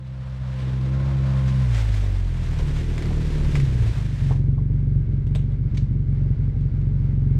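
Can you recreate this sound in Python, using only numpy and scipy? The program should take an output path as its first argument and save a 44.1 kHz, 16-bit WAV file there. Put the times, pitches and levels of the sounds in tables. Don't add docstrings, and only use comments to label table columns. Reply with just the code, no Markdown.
import sys
import numpy as np
from scipy import signal
from scipy.fft import rfft, irfft
from scipy.io import wavfile

SR = 44100
rng = np.random.default_rng(int(sys.argv[2]) if len(sys.argv) > 2 else 0)


def wav_out(sig):
    wavfile.write(sys.argv[1], SR, np.round(np.clip(np.atleast_2d(sig).T, -1, 1) * 32767).astype(np.int16))


N = 325899
TIME = np.arange(N) / SR
LIFT_S, PULL_S, IDLE_S = 1.63, 2.187, 3.91
THROTTLE_CLOSE_S, THROTTLE_OPEN_S = .1, 0.16
NEAR_S, NEARING_S, HALT_S = 1.2, 0.64, 4.325

# t/s, f/Hz
CRANK_SPEED = [(0.0, 64.91), (0.8, 64.68), (1.05, 67.51), (1.62, 65.1), (1.78, 55.26), (2.03, 49.0),
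               (2.7, 35.53), (2.85, 40.02), (3.55, 35.99), (3.95, 25.62), (4.25, 21.93), (4.65, 23.51),
               (5.15, 22.55), (5.55, 23.73), (6.1, 22.64), (6.7, 23.13), (7.39, 22.45)]
# t/s, level/dB
BOOM_LEVEL = [(0, -23), (1.6, -19.5), (2.6, -22.5), (3.7, -20.5)]
# crank order, cruising level/dB, coasting change/dB, lugging change/dB
BOOM_ORDERS = [(1, 0.4, 1.5, -1.5), (2, 0, 1.9, -1.5), (3, -5, -12, -1.5), (4, -3, -7.5, 3.5)]
# f/Hz, level/dB
PIPE_WAVES = [(27, -22), (36, -3.5), (54, -2.5), (68, -6), (100, -6), (130, 0), (143, -4), (158, -10.5),
              (175, -21), (197, -9), (220, -18), (270, -48)]
# t/s, level/dB
BARK_LEVEL = [(.5, -52), (.66, -40), (1.1, -47), (2.4, -46), (2.65, -40.5), (3.1, -35), (3.9, -39)]
# f/Hz, level/dB
BARK_COLOUR = [(90, -38.5), (150, 8.5), (190, 11.5), (250, 7), (330, 5.5), (430, 2.5), (530, -6.5),
               (700, -33), (1100, -26.5), (2000, -43.5), (5000, -53)]
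# f/Hz, width/Hz
CHAMBERS = [(172, 330), (153.7, 26), (392.5, 80), (302, 160), (515, 98)]
# crank order, level/dB
WHINE_ORDERS = [(5, 0.5), (8, -1.5), (16, -6)]
# t/s, level/dB
CLATTER_LEVEL = [(2, -52.5), (4.6, -57.5), (5.9, -57), (6.25, -56)]
# f/Hz, level/dB
CLATTER_COLOUR = [(320, -26), (550, 0.5), (748, -11.5), (825, -11), (872, -9), (1250, -11.5), (1440, -9.5),
                  (1830, -15), (2220, -11), (2450, -18.5), (4290, -24.5), (4660, -25), (15500, -56)]
# f/Hz, width/Hz, level/dB
CASING_MODES = [(798, 18, 4.5), (1570, 64, 1.5), (1970, 70, -2.5)]
# t/s, level/dB
TYRE_LEVEL = [(0, -49.5), (.25, -44.5), (.45, -48.5), (.9, -50), (1.45, -45.5), (1.9, -46), (2.25, -48.5),
              (2.6, -46.5), (3.4, -44.5), (4.25, -48)]
# f/Hz, level/dB
SNOW_COLOUR = [(290, -23), (500, -2.5), (686, -3), (792, -8.5), (863, -3.5), (1430, -6), (1600, -4),
               (3060, -9.5), (3680, -10), (6830, -23.5), (7890, -25), (9920, -31.5), (11300, -40),
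               (12500, -37), (15500, -48)]
# t/s, boost/dB, half length/s
SINKS = [(0.626, 5.5, 0.16), (1.785, 6.5, 0.052), (1.955, 3.5, 0.056), (2.46, 0.5, .04), (2.78, 2.5, 0.036),
         (3.01, 0.5, 0.11), (3.576, 3, 0.049), (3.884, 2.5, 0.034)]
# f/Hz, level/dB
RUMBLE_COLOUR = [(10, -14), (28, -12), (60, -3), (120, -1), (250, -19), (600, -46), (2000, -78.5)]
# t/s, level/dB, decay/s
CRACKS = [(1.48, -41, 0.023), (1.745, -40, 0.031), (1.94, -45, .03), (2.587, -40, 0.014),
          (2.694, -45, 0.0096), (3.563, -38, 0.022)]
# f/Hz, level/dB
CRACK_COLOUR = [(200, -3), (600, 3), (1400, 0), (2100, 1), (3000, -1.5), (7000, -9), (10000, -21),
                (15000, -36)]
# t/s, level/dB, decay/s
KNOCKS = [(2.025, -40, .025), (2.59, -39.5, 0.049), (3.105, -35.5, 0.014), (4.308, -30, 0.016),
          (4.58, -43.5, 0.013)]
# f/Hz, level/dB
KNOCK_COLOUR = [(200, -13.5), (420, 7), (580, 1), (780, 0), (1050, 1.5), (1400, -24), (2500, -26.5),
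                (8000, -42), (14000, -62)]
# t/s, level/dB, decay/s
COUGHS = [(2.69, -24.5, .015), (3.585, -24, 0.02), (3.75, -22, 0.016)]
# f/Hz, level/dB
COUGH_COLOUR = [(80, -11), (170, -3), (235, -5), (320, -17), (700, -36), (2000, -68)]
# t/s, level/dB, decay/s
TWIG_SNAPS = [(2.98, -34, .004), (3.023, -35, 0.0045), (3.057, -38.5, 0.0026), (3.5548, -29.5, 0.0055),
              (3.6, -34.5, 0.0028)]
# f/Hz, level/dB, t60/s
TWIG_MODES = [(1260, -16, .03), (2050, 2, 0.038), (2240, 0, 0.03), (4500, -12, 0.022)]
# t/s, level/dB
MISFIRES = [(3.925, -21), (4.173, -7), (5.046, -12.5), (5.221, -11), (5.564, -8), (5.691, -15.5),
            (5.86, -9.5), (6.038, -8.5), (6.349, -14.5), (6.516, -11.5), (6.689, -11.5)]
# f/Hz, level/dB
IDLE_COLOUR = [(12, -33.5), (23, -10), (46, -2.5), (70, 3.5), (95, -2), (132, 6.5), (165, -9), (205, -14.5),
               (260, -20.5), (320, -28), (420, -29.5), (560, -48), (900, -64.5), (2000, -93.5)]
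# t/s, level/dB, decay/s
BUCKLE_HITS = [(5.268, -52.5, 0.013), (5.3505, -36.5, 0.004), (5.357, -38.5, 0.0065), (5.52, -58, 0.0066)]
# f/Hz, level/dB
BUCKLE_COLOUR = [(250, -16.5), (480, 5), (700, 7), (1300, -2), (2500, 3), (3500, 3), (4900, -10.5),
                 (6800, -9.5), (8600, -16), (11000, -25.5), (12500, -27), (15000, -30)]
# f/Hz, level/dB, t60/s
BUCKLE_MODES = [(460, 11.5, 0.079), (600, 13, 0.044), (1590, -4, 0.13), (3310, 8, 0.047), (3750, 1, 0.22),
                (7822, -9, 0.11), (8457, -5, .09), (12090, -15, .1)]
# t/s, level/dB, decay/s
LATCH_HITS = [(5.746, -51.5, 0.025), (5.772, -39.5, 0.0058), (5.7755, -43, 0.0042), (6.607, -62.5, 0.019),
              (6.812, -61, 0.014)]
# f/Hz, level/dB
LATCH_COLOUR = [(500, -12.5), (1100, -4.5), (2300, 3), (3100, 0.5), (4200, 1.5), (5000, -4.5), (5900, -3.5),
                (8000, -12), (10000, -23), (14000, -37.5)]
# f/Hz, level/dB, t60/s
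PAWL_MODES = [(2230, 3, 0.078), (4000, -3, 0.14), (5640, -5.5, .08)]


def amp(db):
    return 10 ** (np.asarray(db) / 20)


def unit_rms(x):
    return x / np.sqrt(np.mean(x ** 2) + 1e-20)


def curve(rows):
    return np.interp(TIME, *np.transpose(rows))


def since(s, rise):
    return np.clip((TIME - s) / rise, 0, 1)


def until(s, fade):
    return np.clip((s - TIME) / fade, 0, 1)


def wander(hz):
    rolloff = 1 + (np.fft.rfftfreq(N, 1 / SR) / hz) ** 4
    return unit_rms(irfft(rfft(rng.standard_normal(N)) / rolloff, N))


def band(x, lo_hz, hi_hz):
    return signal.sosfilt(signal.butter(3, [lo_hz, hi_hz], "band", fs=SR, output="sos"), x)


def colour(x, outline, size=16384):
    hz, db = np.transpose(outline)
    bin_hz = abs(np.fft.fftfreq(size, 1 / SR))
    log_gain = np.log(amp(np.interp(np.log(bin_hz + 1), np.log(hz + 1), db)))
    response = np.fft.ifft(np.exp(np.conj(signal.hilbert(log_gain)))).real
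    return signal.oaconvolve(x, response[:size // 2])[:N]


def resonance(x, hz, width):
    return signal.lfilter(*signal.iirpeak(hz, hz / width, SR), x)


def clicks(times, sizes):
    return np.bincount(np.clip(np.round(times * SR).astype(int), 0, N), sizes, N + 1)[:N]


def strokes(turns, angle):
    return np.interp(np.arange(int(turns[-1]) + 1) + angle, turns, TIME, right=TIME[-1] + 1)


def hits(rows, outline, tail_db, tail_s, grit=.5):
    burst, tail = np.zeros((2, N))
    for s, db, decay in rows:
        span = slice(round(s * SR), round(s * SR) + SR // 2)
        age = TIME[span] - s
        burst[span] += amp(db) * np.exp(-age / decay)
        tail[span] += amp(db + tail_db) * np.exp(-age / tail_s)
    grains = unit_rms(rng.standard_normal(N) * np.exp(grit * rng.standard_normal(N)))
    eq_gain = np.std(colour(rng.standard_normal(N), outline))
    return colour(burst * grains + tail * rng.standard_normal(N), outline) / eq_gain


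def ringing(rows, modes, ring_db):
    times, db, _ = np.transpose(rows)
    age = TIME[:SR // 2]
    tone = sum(amp(level - 60 * age / t60) * np.sin(2 * np.pi * hz * age) for hz, level, t60 in modes)
    return signal.oaconvolve(clicks(times, amp(db + ring_db)), tone)[:N]


def silencer(x, chambers):
    for hz, width in CHAMBERS[:chambers]:
        x = x - 2 * resonance(x, hz, width)
    return x


def boom(turns, flutter_db=1.05, strain_db=2.14, dispersion=0.882):
    crank_hz = curve(CRANK_SPEED)
    lugging = np.clip((46 - crank_hz) / 8, 0, 1)
    coasting = since(LIFT_S, THROTTLE_CLOSE_S) - since(PULL_S, THROTTLE_OPEN_S)
    wave_hz, wave_db = np.transpose(PIPE_WAVES)
    tone = 0
    for order, db, coast_db, lug_db in BOOM_ORDERS:
        load_db = db + coast_db * coasting + lug_db * lugging
        pipe_db = np.interp(np.log(order * crank_hz), np.log(wave_hz), wave_db)
        ragged_db = (flutter_db + strain_db * lugging) * wander(34)
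        phase = 2 * np.pi * order * turns - dispersion * order ** 2
        tone = tone + amp(load_db + pipe_db + ragged_db) * np.cos(phase)
    return np.sqrt(2) * tone * amp(curve(BOOM_LEVEL)) * (1 - since(IDLE_S, 0.021))


def bark(turns, uneven_db=1.73, jitter_s=.00007, rough=0.74, second_share=0.39):
    fire, second = strokes(turns, 0.018), strokes(turns, 0.5823)
    size, late = rng.standard_normal((len(fire), 2)).T
    strength, delay = amp(uneven_db * size), jitter_s * late
    pulses = clicks(fire + delay, strength) + clicks(second + delay, second_share * strength)
    puffs = rng.standard_normal(N) * (1 + 0.099 * np.cos(2 * np.pi * (turns - .2)))
    gas = silencer(colour(unit_rms(pulses) + rough * unit_rms(puffs), BARK_COLOUR), chambers=5)
    gas /= np.std(band(gas, 230, 480)[TIME < 4])
    return gas * amp(curve(BARK_LEVEL)) * until(4.05, 0.17)


def whine(turns, level_db=-47.5, lift_db=-9.5, waver_db=3.0, slip_turns=0.084):
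    tones = 0
    for order, db in WHINE_ORDERS:
        gain = amp(db + waver_db * wander(6.1))
        tones = tones + gain * np.cos(2 * np.pi * (order * turns + slip_turns * wander(26)))
    return tones * amp(level_db + lift_db * since(LIFT_S, THROTTLE_CLOSE_S)) * until(2.7, 0.68)


def clatter(turns, tick_db=-8.0, tick_s=0.0017, jitter_s=0.00081, casing_db=-14.5, uneven_db=1.5):
    times = strokes(4 * turns, .3)
    size, late = rng.standard_normal((len(times), 2)).T
    taps = clicks(times + jitter_s * late, amp(uneven_db * size))
    tick_envelope = signal.lfilter([1], [1, -np.exp(-1 / (tick_s * SR))], taps)
    hiss = rng.standard_normal(N)
    drive = hiss + amp(tick_db) * unit_rms(tick_envelope * rng.standard_normal(N))
    casing = sum(amp(db) * unit_rms(resonance(drive, hz, width)) for hz, width, db in CASING_MODES)
    machinery = unit_rms(colour(drive, CLATTER_COLOUR)) + amp(casing_db) * unit_rms(casing)
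    return machinery * amp(curve(CLATTER_LEVEL) + 0.88 * wander(7.3))


def tyres(grains_per_s=3500, spread_db=0.5, wash=0.99, clump_db=1., settle_db_per_s=150):
    sizes = amp(spread_db * np.minimum(rng.exponential(1, N), 5)) * rng.choice([-1, 1], N)
    grains = unit_rms(sizes * (rng.random(N) < grains_per_s / SR))
    snow = colour((grains + wash * rng.standard_normal(N)) * amp(clump_db * wander(43)), SNOW_COLOUR)
    sink_db = sum(db * np.exp(-((TIME - s) / length) ** 2) for s, db, length in SINKS)
    near = since(NEAR_S, NEARING_S)
    squeeze = unit_rms(band(snow, 480, 1570)) * amp(3.5 - 5.5 * near + 0.66 * sink_db + 1.1 * wander(7.1))
    crunch = unit_rms(band(snow, 1380, 5900)) * amp(sink_db)
    fizz = unit_rms(band(snow, 5710, 19000)) * amp(-13.5 + 4 * near + sink_db)
    settle_db = settle_db_per_s * np.maximum(TIME - HALT_S, 0)
    return (squeeze + crunch + fizz) * amp(curve(TYRE_LEVEL) + 0.5 * wander(7.7) - settle_db)


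def rumble(over_tyres_db=12.5, near_db=-4.5):
    shake = unit_rms(colour(rng.standard_normal(N), RUMBLE_COLOUR))
    level_db = curve(TYRE_LEVEL) + over_tyres_db + near_db * since(NEAR_S, NEARING_S)
    return shake * amp(level_db) * (1 - since(HALT_S, .15))


def crust():
    return hits(CRACKS, CRACK_COLOUR, tail_db=-15, tail_s=0.036)


def knocks():
    return hits(KNOCKS, KNOCK_COLOUR, tail_db=-16.5, tail_s=0.06, grit=.2)


def coughs():
    return hits(COUGHS, COUGH_COLOUR, tail_db=-19, tail_s=0.038)


def twigs():
    snaps = hits(TWIG_SNAPS, CRACK_COLOUR, tail_db=-22, tail_s=0.022)
    return snaps + ringing(TWIG_SNAPS, TWIG_MODES, ring_db=-2.5)


def idle(turns, level_db=-19.5, uneven_db=1.33, lope_db=-0.5, jitter_s=0.00027, sag_s=0.00095,
         gulp=1.25, gulp_hz=67, rough=0.74):
    fire, intake = strokes(turns, .04), strokes(turns, .47)
    size, late, breath = rng.standard_normal((len(fire), 3)).T
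    weak_db, delay = np.zeros(len(fire)), jitter_s * late
    for s, db in MISFIRES:
        k = np.argmin(abs(fire - s))
        weak_db[k:] = lope_db * (np.arange(len(fire) - k) % 4 == 0)
        weak_db[k] = db
        delay[k + 1:k + 2] += sag_s
    breaths = clicks(intake + delay, gulp * amp(uneven_db * breath))
    gulps = signal.lfilter(*signal.butter(1, gulp_hz, fs=SR), breaths)
    pulses = clicks(fire + delay, amp(uneven_db * size + weak_db)) + gulps
    puffs = band(rng.standard_normal(N), 210, 1000) * (1 + 0.27 * np.exp(-(turns % 1) / 0.14))
    gas = -silencer(colour(unit_rms(pulses) + rough * puffs, IDLE_COLOUR), chambers=3)
    gas /= np.std(gas[TIME > 4])
    stumble_db = -1.6 * (1 - since(4.18, 0.056))
    return gas * amp(level_db + stumble_db) * since(IDLE_S, 0.057)


def buckle():
    snaps = hits(BUCKLE_HITS, BUCKLE_COLOUR, tail_db=-16.5, tail_s=0.049)
    return snaps + ringing(BUCKLE_HITS, BUCKLE_MODES, ring_db=-13.5)


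def latch():
    clacks = hits(LATCH_HITS, LATCH_COLOUR, tail_db=-16.5, tail_s=0.043)
    return clacks + ringing(LATCH_HITS, PAWL_MODES, ring_db=-13.5)


def scene():
    turns = np.cumsum(curve(CRANK_SPEED)) / SR
    exhaust = boom(turns) + bark(turns) + idle(turns) + coughs()
    engine = exhaust + whine(turns) + clatter(turns)
    ground = tyres() + rumble() + twigs() + crust()
    body = knocks() + buckle() + latch()
    return (engine + ground + body)[None]


def record(dry, fade_db=-12, fade_s=0.97, cutoff_hz=15700):
    faded = dry * amp(fade_db * until(fade_s, fade_s))
    lowpass = signal.firwin(511, cutoff_hz, window=("kaiser", 9), fs=SR)
    return signal.oaconvolve(faded, lowpass[None], "same")


dry = scene()
out = record(dry)
wav_out(out)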